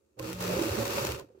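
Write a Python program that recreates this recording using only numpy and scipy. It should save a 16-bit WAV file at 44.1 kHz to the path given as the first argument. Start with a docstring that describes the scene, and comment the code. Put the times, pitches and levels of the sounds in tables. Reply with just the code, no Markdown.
"""A scratchy rasp and a groaning wooden drone start up together: a hand-cranked drum carder
(a machine that combs fibre) makes one short turn on a wooden table, close by, indoors.
Wire teeth rasp through the fibre and now and then snag. The combing shakes the frame, and
loose parts knock. The rolling drum rumbles, bumps and hums briefly. As the crank stops,
the rasp dies away and the machine settles with a few faint knocks."""
import sys
import numpy as np
from scipy import signal
from scipy.fft import rfft, irfft, next_fast_len
from scipy.io import wavfile
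from scipy.ndimage import uniform_filter1d, map_coordinates

SR = 44100
rng = np.random.default_rng(int(sys.argv[2]) if len(sys.argv) > 2 else 0)


def bounce(signal):
    """Save signal as a 16-bit WAV file at the path given by the first command-line argument."""
    frames = np.transpose(np.atleast_2d(signal))
    limited = np.clip(frames, -1, 1)
    pcm = np.round(limited * 32767).astype(np.int16)
    wavfile.write(sys.argv[1], SR, pcm)


N = 61739


def amp(db):
    """Turn decibels into a gain."""
    return 10 ** (np.asarray(db) / 20)


def unit(x):
    """Scale x to an average power of 1."""
    return x / np.sqrt(np.mean(x ** 2) + 1e-20)


def fade(age, t60):
    """A gain that falls by 60 dB every t60 seconds."""
    return np.exp(-np.log(1000) * age / t60)


def along(points, hz):
    """Read (frequency, value) points at hz, on a log scale."""
    f, v = np.transpose(points)
    return np.interp(np.log(hz + 1), np.log(f + 1), v)


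def level(rows):
    """A gain for every sample, from (time [s], level [dB]) rows."""
    return amp(np.interp(np.arange(N) / SR, *np.transpose(rows)))


def wobble(rate):
    """A smooth curve through `rate` random values a second."""
    return map_coordinates(rng.standard_normal(N), [np.arange(N) * rate / SR + 4])


def filtered(x, response):
    """Multiply each frequency in x by response(frequency)."""
    m = next_fast_len(N + SR // 2)
    return irfft(rfft(x, m) * response(np.fft.rfftfreq(m, 1 / SR)), m)[..., :N]


def coloured(x, points):
    """Shape the tone of x with (frequency [Hz], level [dB]) points."""
    return filtered(x, lambda hz: amp(along(points, hz)))


def steadied(x, size):
    """Even out swells slower than `size` samples."""
    return x / np.sqrt(np.abs(uniform_filter1d(np.mean(x ** 2, axis=0), size)) + 1e-20)


def stereo_noise(alike):
    """Hiss for two ears, from (frequency [Hz], likeness [-1 to 1]) points."""
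    turn = lambda hz: np.arccos(np.clip(along(alike, hz), -.995, .995)) / 2
    shares = lambda hz: np.array([np.cos(turn(hz)), np.sin(turn(hz))])
    mid, side = filtered(rng.standard_normal((2, N)), shares)
    return np.array([mid + side, mid - side])


def resonate(x, modes):
    """Pass x through resonances: narrow bands where an object likes to ring."""
    def response(f):
        bell = lambda hz, width: (2j * f * width / (hz * hz - f * f + 2j * f * width)) ** 2
        return sum(amp(db + np.array([[pan], [-pan]]) / 2) * bell(hz, width)
                   for hz, width, db, pan in modes)
    return filtered(x, response)


def echo(x, t60):
    """A fading wash of reflections, different at each ear."""
    t = np.arange(SR // 3) / SR
    tail = rng.standard_normal((2, len(t))) * fade(t, t60)
    tail /= np.linalg.norm(tail, axis=1, keepdims=True)
    return signal.fftconvolve(x, tail, axes=1)[:, :N]


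# tone of the quiet room (frequency [Hz], relative level [dB])
ROOM_TONE = [(25, -24), (75, 11), (130, -25), (330, 5.5), (530, -10.5), (700, -43), (1400, -49),
             (3400, -48), (6600, -20.5), (9000, -25.5), (15000, -38)]
def still_room(level_db=-74.5):
    """Faint, mostly low background noise."""
    noise = stereo_noise([(150, 0.75), (1500, 0.089)])
    return amp(level_db) * unit(coloured(noise, ROOM_TONE))


# how the drum and table ring (pitch [Hz], width [Hz], level [dB], left minus right [dB])
DRUM_RESONANCES = [(77.3, 15.4, -2, -2), (110.8, 16.6, -0.5, -2), (117.7, 19, -10, 5.5)]
# loudness of the rumble (time [s], relative level [dB])
RUMBLE_LEVELS = [(.15, -89), (.21, -48), (.25, -48), (.31, -48), (.42, -44.5), (.56, -41.5), (.64, -44),
                 (.82, -44.5), (.91, -47.5), (1.02, -43.5), (1.14, -41.5), (1.2, -56), (1.25, -59),
                 (1.29, -71)]
# bumps on the axle (time [s], level [dB], pitch [Hz], width [s])
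AXLE_BUMPS = [(0.217, -40, 122.8, 0.019), (0.718, -28.5, 94, 0.0091), (0.818, -35.5, 114.4, 0.027),
              (1.024, -36.5, 124, 0.023), (1.106, -35, 78, 0.0098)]
# loudness of the hum (time [s], level [dB])
HUM_LEVELS = [(.17, -94), (.25, -47.5), (.34, -41.5), (.42, -37), (.5, -33), (.56, -34.5), (.61, -48),
              (.7, -80)]
def drum(rumble_db=0.5, hum_hz=180.7, waver=0.0044):
    """The rolling drum rumbles, bumps softly on its axle and hums while it gathers speed."""
    t = np.arange(N) / SR
    rolling = resonate(stereo_noise([(100, 0.96)]), DRUM_RESONANCES)
    rumble = amp(rumble_db) * level(RUMBLE_LEVELS) * steadied(rolling, size=3000)
    bumps = sum(amp(db) * np.exp(-((t - s) / width) ** 2 / 2) * np.sin(2 * np.pi * hz * (t - s))
                for s, db, hz, width in AXLE_BUMPS)
    pitch = hum_hz * (1 + waver * wobble(rate=27))
    hum = level(HUM_LEVELS) * np.sin(2 * np.pi * np.cumsum(pitch) / SR)
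    return rumble + bumps + hum


# groans and squeaks of the turning parts (start [s], length [s], level [dB], pitch [Hz])
RUBS = [(0.193, 0.13, -42, 319), (0.185, 0.2, -52.5, 555), (0.197, 0.019, -45, 1030),
        (0.505, 0.039, -39.5, 545), (0.645, 0.037, -31.5, 322), (0.771, 0.053, -36, 222),
        (0.935, 0.15, -47, 565), (1.196, 0.021, -49.5, 1000)]
def groans(edge_s=0.011, waver=0.0209):
    """Rubbing parts catch a resonance for a moment and sing with an unsteady pitch."""
    t, out = np.arange(N) / SR, np.zeros(N)
    for start, length, db, hz in RUBS:
        swell = np.clip(np.minimum(t - start, start + length - t) / edge_s + .5, 0, 1) ** 2
        pitch = hz * (1 + waver * wobble(rate=69.08))
        out += amp(db) * swell * np.sin(2 * np.pi * np.cumsum(pitch) / SR)
    return out * amp([[-2.1], [2.1]])  # louder on the right


# how the frame rings (pitch [Hz], width [Hz], level [dB], left minus right [dB])
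FRAME_RESONANCES = [(231, 33.5, -2.5, -1.5), (324.8, 22.2, 0.5, -1.5), (386, 21, -4, -8),
                    (422.9, 45, 0.5, -7), (464.9, 27.6, -0.5, -9.5), (525.2, 27, 3.5, -4),
                    (559.4, 15, -8, 6), (819, 65, -6.5, 1), (1142, 280, -20, -6)]
# how alike the frame's shaking is at both ears (frequency [Hz], likeness [-1 to 1])
FRAME_LIKENESS = [(200, 1), (400, 1), (560, 0.6), (760, -1.46), (1000, 0.21), (1230, 0.78), (1600, -0.8)]
# loudness of the drone (time [s], relative level [dB])
DRONE_LEVELS = [(.158, -77.5), (.18, -49), (.198, -43), (.31, -43), (.37, -53.5), (.41, -41.5),
                (.46, -37.5), (.5, -36), (.62, -36.5), (.72, -37), (.8, -34.5), (.92, -38.5), (1.0, -36.5),
                (1.09, -37), (1.14, -44), (1.21, -45.5), (1.26, -65), (1.4, -68)]
def frame_drone(gain_db=0.5, flutter_db=2.6):
    """The combing shakes the wooden frame, which drones in its resonances."""
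    shake = stereo_noise(FRAME_LIKENESS) * amp(flutter_db * wobble(rate=110))
    drone = steadied(resonate(shake, FRAME_RESONANCES), size=1800)
    return amp(gain_db) * level(DRONE_LEVELS) * drone


# tone of wood hitting wood (frequency [Hz], relative level [dB])
CLACK_TONE = [(500, -14), (950, 7.5), (1500, -6.5), (2500, -12), (12000, -29)]
# knocks of the frame (time [s], level [dB], pitch [Hz], clack compared with ring [dB])
WOOD_KNOCKS = [(.496, -25.5, 596, -6), (.534, -24.5, 527, -16), (.566, -19.5, 400, -15),
               (.591, -20, 333, -8), (0.612, -19.5, 331, -13.5), (0.751, -29, 345, -7),
               (0.799, -26, 530, -29), (0.822, -25, 515, -4), (.974, -24.5, 551, -8),
               (1.24, -43.5, 295, -22), (1.286, -54.5, 390, -3), (1.301, -48.5, 495, -20),
               (1.348, -46, 385, -31), (1.374, -49, 390, -33)]
def knocks(attack_s=0.0024, grit_db=-7):
    """Loose wooden parts knock: a dry clack, a short ring and a gritty shudder of the frame."""
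    t, out = np.arange(N) / SR, np.zeros((2, N))
    grit = amp(grit_db) * unit(resonate(stereo_noise(FRAME_LIKENESS), FRAME_RESONANCES))
    contact = unit(coloured(rng.standard_normal((2, N)), CLACK_TONE))
    for start, db, hz, clack_db in WOOD_KNOCKS:
        age = np.maximum(t - start, 0)
        rise = 1 - np.exp(-age / attack_s)
        ring = np.sin(2 * np.pi * hz * age) * amp([[-1.5], [1.5]])  # louder on the right
        clack = amp(clack_db) * contact * fade(age, t60=0.037)
        out += amp(db) * rise * ((ring + grit) * fade(age, t60=0.055) + clack)
    return out


# tone of the teeth at each ear (frequency [Hz], relative level [dB])
TEETH_TONE_LEFT = [(200, -14), (600, 2.5), (850, 11.5), (1300, 7.5), (1750, 1.5), (2700, 5.5), (3000, 2.5),
                   (5200, -0.5), (7700, -1.5), (8500, -9), (10800, -3), (15500, -3)]
TEETH_TONE_RIGHT = [(200, -7.5), (600, 5.5), (1400, 6), (2450, 2), (3500, 1), (7700, -1), (8600, -6),
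                    (10200, -9.5), (12000, -5), (15500, -5.5)]
def tooth_tone(x):
    """Give x the bright tone of wire teeth."""
    gains = lambda hz: unit(amp([along(TEETH_TONE_LEFT, hz), along(TEETH_TONE_RIGHT, hz)]))
    return filtered(x, gains)


# single teeth catching (time [s], level before the treble boost [dB])
TOOTH_SNAGS = [(0.1911, -49), (.196, -43.5), (0.227, -48), (0.299, -46), (0.33, -40), (0.4242, -41),
               (0.439, -39), (0.623, -35.5), (0.853, -38.5), (0.879, -39), (0.955, -48), (0.972, -38.5),
               (1.05, -33.5), (1.069, -36.5), (1.12, -37.5), (1.197, -48.5)]
def snags():
    """A caught tooth springs free with a short, bright scratch."""
    t = np.arange(N) / SR
    bursts = sum(amp(db) * (t >= s) * fade(np.abs(t - s), t60=0.013) for s, db in TOOTH_SNAGS)
    scratch = tooth_tone(bursts * rng.standard_normal((2, N)))
    return coloured(scratch, [(1000, 4.4), (6000, 12), (14000, 10.4)])  # treble boost


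# loudness of the rasp (time [s], relative level [dB])
RASP_LEVELS = [(.165, -87), (.187, -67), (.194, -54), (.215, -54.5), (.25, -47), (.305, -45.5),
               (.345, -50.5), (.378, -51), (.41, -40.5), (.6, -40), (.72, -39.5), (.9, -40), (1.0, -38),
               (1.115, -41.5), (1.15, -45), (1.2, -53.5), (1.235, -67), (1.29, -82), (1.36, -80)]
# the treble drops as the drum slows (time [s], treble change [dB])
TREBLE_DROP = [(1.09, -1.5), (1.17, -4)]
def teeth_rasp(gain_db=3.5, plucks_per_s=3500, places=32, treble_hz=6400):
    """Thousands of tiny plucks along the drum blend with the hiss of pulled fibre."""
    spread_db, scatter_db, fibre_db, clump_db = 2, 4.5, -6, 0.96
    ear_lag_s = .00025  # a pluck at either end reaches the far ear this much later
    plucks = np.zeros((2, N))
    for place in np.linspace(-1, 1, places):
        strength = amp(spread_db * np.minimum(rng.exponential(size=N), 5))
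        ticks = (rng.random(N) < plucks_per_s / places / SR) * strength * rng.choice([-1, 1], N)
        ears = np.array([ticks, np.roll(ticks, round(place * ear_lag_s * SR))])
        plucks += ears + amp(scatter_db) * echo(ears, t60=0.0073)
    fibre = amp(fibre_db) * rng.standard_normal((2, N))
    clumps = amp(clump_db * wobble(rate=260))
    rasp = unit(tooth_tone((unit(plucks) + fibre) * clumps))
    dull = filtered(rasp, lambda hz: 1 / (1 + (hz / treble_hz) ** 4))
    treble = level(TREBLE_DROP) * (rasp - dull)
    return amp(gain_db) * level(RASP_LEVELS) * (dull + treble)


def scene(echo_db=-10.5, wood_lag_s=.00011):
    """Teeth and wood with a short room echo, over the drum and the quiet room."""
    wood = frame_drone() + knocks() + groans()
    right_ear_first = lambda hz: np.exp(1j * np.pi * hz * wood_lag_s * np.array([[-1], [1]]))
    machine = teeth_rasp() + snags() + filtered(wood, right_ear_first)
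    return machine + amp(echo_db) * echo(machine, t60=0.054) + drum() + still_room()


def record(dry, low_cut_hz=47, top_hz=15850):
    """The microphone loses the deepest bass, and the highest treble is cut off sharply."""
    thinned = filtered(dry, lambda hz: hz ** 2 / np.sqrt(hz ** 4 + low_cut_hz ** 4))
    return filtered(thinned, lambda hz: 1 / (1 + (hz / top_hz) ** 240))


dry = scene()
out = record(dry)
bounce(out)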